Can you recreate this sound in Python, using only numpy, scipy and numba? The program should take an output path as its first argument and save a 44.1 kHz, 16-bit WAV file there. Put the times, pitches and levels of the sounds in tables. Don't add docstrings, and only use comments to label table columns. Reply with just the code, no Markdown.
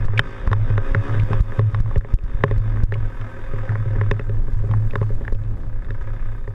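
import sys
import numpy as np
from scipy import signal
from scipy.io import wavfile
from scipy.ndimage import uniform_filter1d
from numba import njit

SR = 44100
rng = np.random.default_rng(int(sys.argv[2]) if len(sys.argv) > 2 else 0)


def put_to_file(sound):
    columns = np.atleast_2d(sound).T
    safe = np.clip(columns, -1, 1)
    whole_steps = np.round(safe * 32767)
    wavfile.write(sys.argv[1], SR, whole_steps.astype(np.int16))


N = 288406


def engine():
    # (time [s], firing rate [Hz], relative level [dB])
    ride = [(0.0, 53.05, -44), (0.16, 51.55, -41), (0.62, 63.2, -44), (0.72, 64.22, -40.5),
            (1.26, 74.03, -38), (1.48, 78.37, -36.5), (1.69, 69.95, -48), (2.24, 55.45, -48),
            (2.57, 51.81, -46), (3.02, 42.06, -46.5), (3.4, 40.07, -44), (3.65, 43.32, -43.5),
            (3.84, 37.57, -44.5), (4.0, 38.66, -43.5), (4.33, 39.39, -53), (4.79, 39.81, -48.5),
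            (5.1, 34.5, -49.5), (5.59, 32.17, -54), (5.85, 31.56, -50), (6.05, 31.97, -47.5),
            (6.15, 32.88, -46), (6.35, 32.32, -47.5), (6.54, 31.76, -53.5)]
    # (frequency [Hz], nominal width [Hz], relative gain [dB])
    resonances = [(165, 52, -13.5), (233.4, 16, 8.5), (241.8, 20.4, 10.5), (302, 89, -0.5), (402, 74, 7.5),
                  (534, 45, 11.5), (710, 484, -1.5), (960, 64, 2.5), (1137, 210, 0.5), (1240, 45, 1),
                  (1560, 48, 4), (2470, 70, -12), (1650, 152, 2), (2147, 410, -11.5), (2610, 170, -14.5),
                  (2830, 840, -25.5), (3564, 396, -16.5), (3514, 84, -12.5), (4460, 1100, -28),
                  (6500, 6100, -41), (11000, 2800, -69.5)]
    # (multiple of the firing rate, relative level at full pull [dB])
    shake_orders = [(3, -7), (4, -7.5), (6, -19), (8, -21)]
    cruise_db, treble_from_hz = -46, 2300
    lope_start_s, lope_length_s, pickup_lope_db, idle_lope_db = 5.884, .24, -7.5, -3
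    hz, db = curves(ride)
    pull_db = db - cruise_db
    clean = np.clip(.65 + .025 * pull_db, 0, 1)
    treble_db = 3 + 4.5 * np.log2(hz / hz[0]) - .07 * pull_db
    turns = np.cumsum(hz * (1 + .004 * walk(15))) / SR
    turns = turns + 500 - turns[int(lope_start_s * SR)]
    cycle = turns.astype(int)
    idle = np.clip((42 - hz) / 10, 0, 1)
    since = np.arange(N) / SR - lope_start_s
    lope_db = np.where((since > 0) & (since < lope_length_s), pickup_lope_db, idle_lope_db * idle)
    strength = undb(1.2 * rng.standard_normal(size=1000)[cycle] + lope_db * (cycle % 2 - .5))
    firings = level(np.diff(cycle, prepend=cycle[0]) * strength ** (1 - clean), 0)
    puffs = strength * np.exp(-(turns - cycle) / 0.35)
    rattle = .5 - .25 * idle
    gas = level((puffs + rattle) * rng.standard_normal(N), 0)
    low = np.sqrt(clean) * firings + np.sqrt(1 - clean) * gas
    middle = gas + (.75 + .1 * idle) * firings
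    whirr = .6 * gas + .8 * rng.standard_normal(N)
    dull, bright = 0, 0
    for k, (centre_hz, width_hz, peak_db) in enumerate(resonances):
        if centre_hz < 600:
            drive = low
        elif centre_hz > treble_from_hz:
            drive = whirr
        else:
            drive = middle if width_hz < 300 else gas
        polarity = (-1) ** (k * (width_hz > 50))
        flicker_db = min(centre_hz / 400, 1.5) * walk(25)
        ring = polarity * undb(peak_db + flicker_db) * band(drive, centre_hz, 1.4 * width_hz)
        if centre_hz < treble_from_hz:
            dull = dull + ring
        else:
            bright = bright + ring
    shake = sum(undb(order_db + 3.7 * walk(18)) * np.sin(2 * np.pi * order * turns)
                for order, order_db in shake_orders)
    return undb(db + 4.5) * ((dull + undb(treble_db) * bright) / np.std(dull) + clean * shake)


def mount():
    sway_hz, wander_hz = 105.4, 2.1
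    phase = 2 * np.pi * np.cumsum(sway_hz + wander_hz * walk(20)) / SR
    tone = np.sqrt(2) * undb(2.0 * walk(30)) * np.sin(phase)
    roughness = level(band(rng.standard_normal(N), 112, 49), -13.5)
    return swing() * (tone + roughness)


def swing():
    # (time [s], level [dB], duration until caught [s])
    jolts = [(0.0, -23, 0.071), (0.09, -13, 0.1), (0.506, -10.5, 0.13), (0.698, -14, 0.1),
             (0.941, -10, 0.054), (1.086, -15.5, 0.14), (1.188, -14, 0.083), (1.299, -13.5, 0.21),
             (1.583, -10.5, 0.1), (1.731, -17, 0.089), (1.839, -14.5, 0.047), (1.957, -19, 0.1),
             (2.398, -23, 0.051), (2.447, -20.5, 0.05), (2.504, -17.5, 0.055), (2.596, -18.5, 0.49),
             (2.88, -15, 0.095), (3.02, -26.5, 0.059), (3.198, -29.5, 0.073), (3.537, -25, 0.11),
             (3.689, -17.5, 0.14), (3.857, -16.5, 0.1), (3.98, -16.5, 0.11), (4.11, -23, 0.21),
             (4.278, -20.5, 0.12), (4.455, -30.5, 0.046), (4.559, -17.5, 0.11), (4.691, -14, 0.18),
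             (4.925, -21.5, 0.095), (5.007, -18, 0.16), (5.208, -30, 0.16), (5.346, -22, 0.071),
             (5.442, -24, 0.1), (5.658, -29.5, 0.21), (5.887, -25.5, 0.064), (6.057, -27, 0.11),
             (6.25, -31.5, 0.11), (6.471, -26.5, 0.039)]
    rise_s, catch_s, decay_db_per_s, rest_db = 0.0095, 0.032, 41, -39.5
    t = np.arange(N) / SR
    amplitude = np.full(N, undb(rest_db))
    for s, db, length in jolts:
        rise, catch = (t - s) / rise_s, (s + length - t) / catch_s + 1
        gate = np.clip(np.minimum(rise, catch), 0, 1)
        amplitude = np.maximum(amplitude, undb(db - decay_db_per_s * np.abs(t - s)) * gate)
    return amplitude


def knocks():
    # (time [s], level [dB], dull, middle and bright parts re the main part [dB])
    impacts = np.array([(0.082, -30, -5.5, -2, -24), (0.1333, -28, -6, -1, -31),
                        (0.1926, -4.5, -16.5, -11, -10), (0.474, -27, -9, -3.5, -17),
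                        (0.514, -25, -5.5, -4, -17), (0.5294, -13, -15.5, -7, -15.5),
                        (0.7012, -35.5, 3.5, 4.5, -25), (0.7778, -16.5, -8, -5.5, -18.5),
                        (0.947, -10.5, -13, -6.5, -22.5), (1.1432, -29, -3.5, -28, -21),
                        (1.305, -42.5, 11, -8, -22), (1.3309, -30, -1, 4, -7), (1.5203, -29, -5, -2, -28),
                        (1.5921, -23.5, 2.5, 6, -17.5), (1.745, -25.5, -17, -3.5, -16.5),
                        (1.8591, -35.5, -9, 0, -28), (1.9113, -50, 6, 17, -39), (1.9578, -27, -0.5, 5, -25),
                        (2.0088, -27, -13, -7, -18), (2.0464, -28.5, -3.5, 1.5, -35),
                        (2.1864, -42.5, 5, 2, 0), (2.407, -35, -14, 0, -31),
                        (2.4368, -11.5, -7.5, -2.5, -20), (2.4799, -34, -9, -11, -25),
                        (2.5105, -29.5, 1, 5, -16), (2.77, -36, -9, 2.5, -30),
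                        (2.9217, -18.5, -9.5, -6, -22), (2.954, -41, 7, 6, -17),
                        (3.2117, -39.5, -9, -6, -7), (3.5335, -44.5, 9.5, -10, -27),
                        (3.587, -41, -4, -8, -10), (3.6921, -28, -17, -13, -29),
                        (3.719, -32, -17, -0.5, -25), (3.7545, -27.5, -11, -7, -32),
                        (3.856, -46, 8.5, -14, -34), (3.962, -55, 21, -2, -14), (4.0122, -25, -9, -2, -21),
                        (4.1118, -16.5, -8.5, -4, -14.5), (4.1942, -27, -7, -12, -15.5),
                        (4.2936, -39.5, 6, -13, -15), (4.481, -44.5, 3.5, -2, -25),
                        (4.638, -52, 15.5, 2.5, -27), (4.7115, -41, 1, 10.5, -5),
                        (4.7364, -28, -31, -3, -31), (4.9077, -48, -18, -11, 2),
                        (4.9339, -35.5, 0.5, -2, -27), (4.9551, -20, -9.5, -5.5, -17.5),
                        (5.0136, -31.5, 2, 0, -20), (5.0274, -39, -13, 7, -12), (5.1027, -49, 14, -4, -34),
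                        (5.208, -55.5, 18, -9, -22), (5.25, -34.5, -29, -7, -19),
                        (5.2788, -27, -15, -1.5, -29), (5.3218, -41.5, 10.5, -0.5, -28),
                        (5.3472, -41, 1.5, -8, -4), (5.436, -54.5, -12, -15, -0.5),
                        (5.846, -41.5, -23, -16, -14), (5.905, -36.5, -4, -26, -11),
                        (6.4761, -36, -1, -3, -27)])
    # (frequency [Hz], relative gain [dB], time to decay by 60 dB [s])
    modes = [(133, 8, 0.086), (231, -2, 0.049), (410.3, 8, 0.065), (550.5, 4, 0.072), (818, -0.5, 0.0073),
             (885, -3.5, 0.034), (1060, 10.5, 0.015), (1473, -3.5, 0.016), (1726, 8.5, 0.008),
             (2345, -1, 0.027), (2560, 9, 0.017), (3106, 3, 0.014), (3587, 6, 0.01), (4440, -4.5, 0.0038),
             (5250, -10.5, 0.018), (5960, -11.5, 0.012), (10800, -16.5, 0.0037)]
    edges_hz = [800, 1280, 2300]
    touch, touch_lead_s, scrape_s, scrape_db = .3, .0006, .0012, -21
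    rattle_place, rattle_strength = rng.random(size=(40, 2)).T
    at = (np.r_[impacts[:, 0], rattle_place * (N - 1) / SR] * SR).astype(int)
    blow_db = np.r_[impacts[:, 1], -52 + 11 * rattle_strength]
    rattle_parts_db = np.tile([-1.5, -4, -26], (len(rattle_place), 1))
    dull_db, middle_db, bright_db = np.vstack([impacts[:, 2:], rattle_parts_db]).T
    parts_db = [dull_db, middle_db, 0, bright_db]
    grit = undb(scrape_db) * rng.standard_normal(N)
    mix_db = 2 * rng.standard_normal((len(at), len(modes)))
    out = np.zeros(N)
    for k, (hz, db, t60) in enumerate(modes):
        blows = np.zeros(N)
        blows[at] = undb(blow_db + parts_db[np.searchsorted(edges_hz, hz)] + db + mix_db[:, k])
        blows = touch * blows + np.roll(blows, int(touch_lead_s * SR))
        if hz > edges_hz[0]:
            blows += grit * signal.lfilter([1], [1, -np.exp(-1 / (scrape_s * SR))], blows)
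        else:
            blows *= (-1) ** k
        force = band(blows, hz, 150 + 0.9 * hz)
        pole = np.exp((2j * np.pi * hz - np.log(1000) / t60) / SR)
        out += signal.lfilter([0, pole.imag], [1, -2 * pole.real, abs(pole) ** 2], force)
    return out


def wind():
    # (time [s], level [dB])
    rumble_levels = [(0.0, -18), (1.0, -19), (1.8, -18.5), (3.0, -21), (3.6, -26), (4.95, -15), (5.45, -20),
                     (6.54, -23)]
    # (time [s], level [dB], time scale [ms])
    gusts = [(0.061, -5, 29), (0.477, -3.5, 8.1), (0.921, -7.5, 8.9), (1.236, -3, 9.6), (1.41, 10.5, 6.5),
             (1.808, -1.5, 12.4), (1.983, 6.5, 6.3), (2.144, 9, 7.25), (2.24, -6.5, 7.7),
             (2.352, -8.5, 9.3), (2.583, -4, 10), (2.84, 6, 8.4), (4.537, -7.5, 12.2), (5.151, -12.5, 30.5),
             (5.331, -4, 14.3), (6.026, -14, 16.3)]
    turbulence = rng.standard_normal(N) * undb(3.5 * walk(7.4))
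    deep = level(resonator(resonator(turbulence, 18.75, 10.5), 16.7, 31), 0)
    skirt = level(band(turbulence, 60, 250), -22.5)
    out = undb(curves(rumble_levels)[0]) * (deep + skirt)
    snap = level(band(rng.standard_normal(N), 3700, 5000), 0)
    reach = np.arange(-SR // 20, SR // 10)
    for s, push_db, ms in gusts:
        at = int(s * SR) + reach
        u = reach / SR / (ms / 1000)
        dent = np.exp(-np.abs(u / 0.38) ** 1.68)
        rebound = 0.62 * np.exp(-((u - 1.7) / 0.8) ** 2) + 0.015 * np.exp(-((u + 0.6) / 2.0) ** 2)
        crackle = undb(1.11 * push_db - 47) * np.exp(-((u + 0.1) / 0.43) ** 2) * snap[at]
        out[at] += undb(push_db) * (rebound - dent) + crackle
    return out


def chatter():
    # (time [s], level [dB])
    bursts = [(1.2, -29.5), (2.942, -28.5), (0.18, -20)]
    t, half_length_s = np.arange(N) / SR, .0039
    envelope = sum(undb(db) * np.exp(-((t - s) / half_length_s) ** 2) for s, db in bursts)
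    return envelope * level(band(rng.standard_normal(N), hz=2300, width_hz=800), 0)


def hiss():
    # (time [s], relative level [dB])
    hiss_levels = [(0.0, -77), (0.5, -93.5), (1.25, -65), (2.2, -74.5), (3.4, -67), (4.0, -70.5),
                   (5.0, -63.5), (5.4, -70.5), (6.54, -70)]
    bands = sum(level(band(rng.standard_normal(N), hz, .5 * hz) * undb(2.5 * walk(70)), db)
                for hz, db in [(4500, -7.5), (7000, -7.0), (11500, -9.0)])
    return bands * undb(curves(hiss_levels)[0])


def undb(db):
    return 10 ** (np.asarray(db) / 20)


def level(x, db):
    return x * undb(db) / np.sqrt(np.mean(x ** 2))


def curves(table):
    s, *columns = np.transpose(table)
    return [np.interp(np.arange(N) / SR, s, c) for c in columns]


def resonator(x, hz, width_hz):
    return signal.lfilter(*signal.iirpeak(hz, hz / width_hz, SR), x)


def band(x, hz, width_hz):
    return resonator(resonator(x, hz, width_hz), hz, width_hz)


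def walk(rate):
    k = int(SR / rate)
    held = np.repeat(rng.standard_normal(N // k + 1), k)
    return uniform_filter1d(uniform_filter1d(held, k), k)[:N] * 4 / 3


@njit
def follow(x, attack, release):
    y, e = np.empty(len(x)), 0.
    for i in range(len(x)):
        e += (abs(x[i]) - e) * (attack if abs(x[i]) > e else release)
        y[i] = e
    return y


def scene():
    return (engine() + mount() + wind() + knocks() + chatter())[None]


def record(dry):
    attack_s, release_s, threshold_db, top_hz = .0039, .06, -12.5, 15600
    envelope = follow(dry[0], 1 / (attack_s * SR), 1 / (release_s * SR))
    gain = np.minimum(undb(threshold_db) / (envelope + 1e-9), 1) ** 0.95
    out = np.clip(dry * gain, -1, 1) + hiss()
    return signal.sosfilt(signal.ellip(8, .2, 70, top_hz, fs=SR, output="sos"), out)


dry = scene()
out = record(dry)
put_to_file(out)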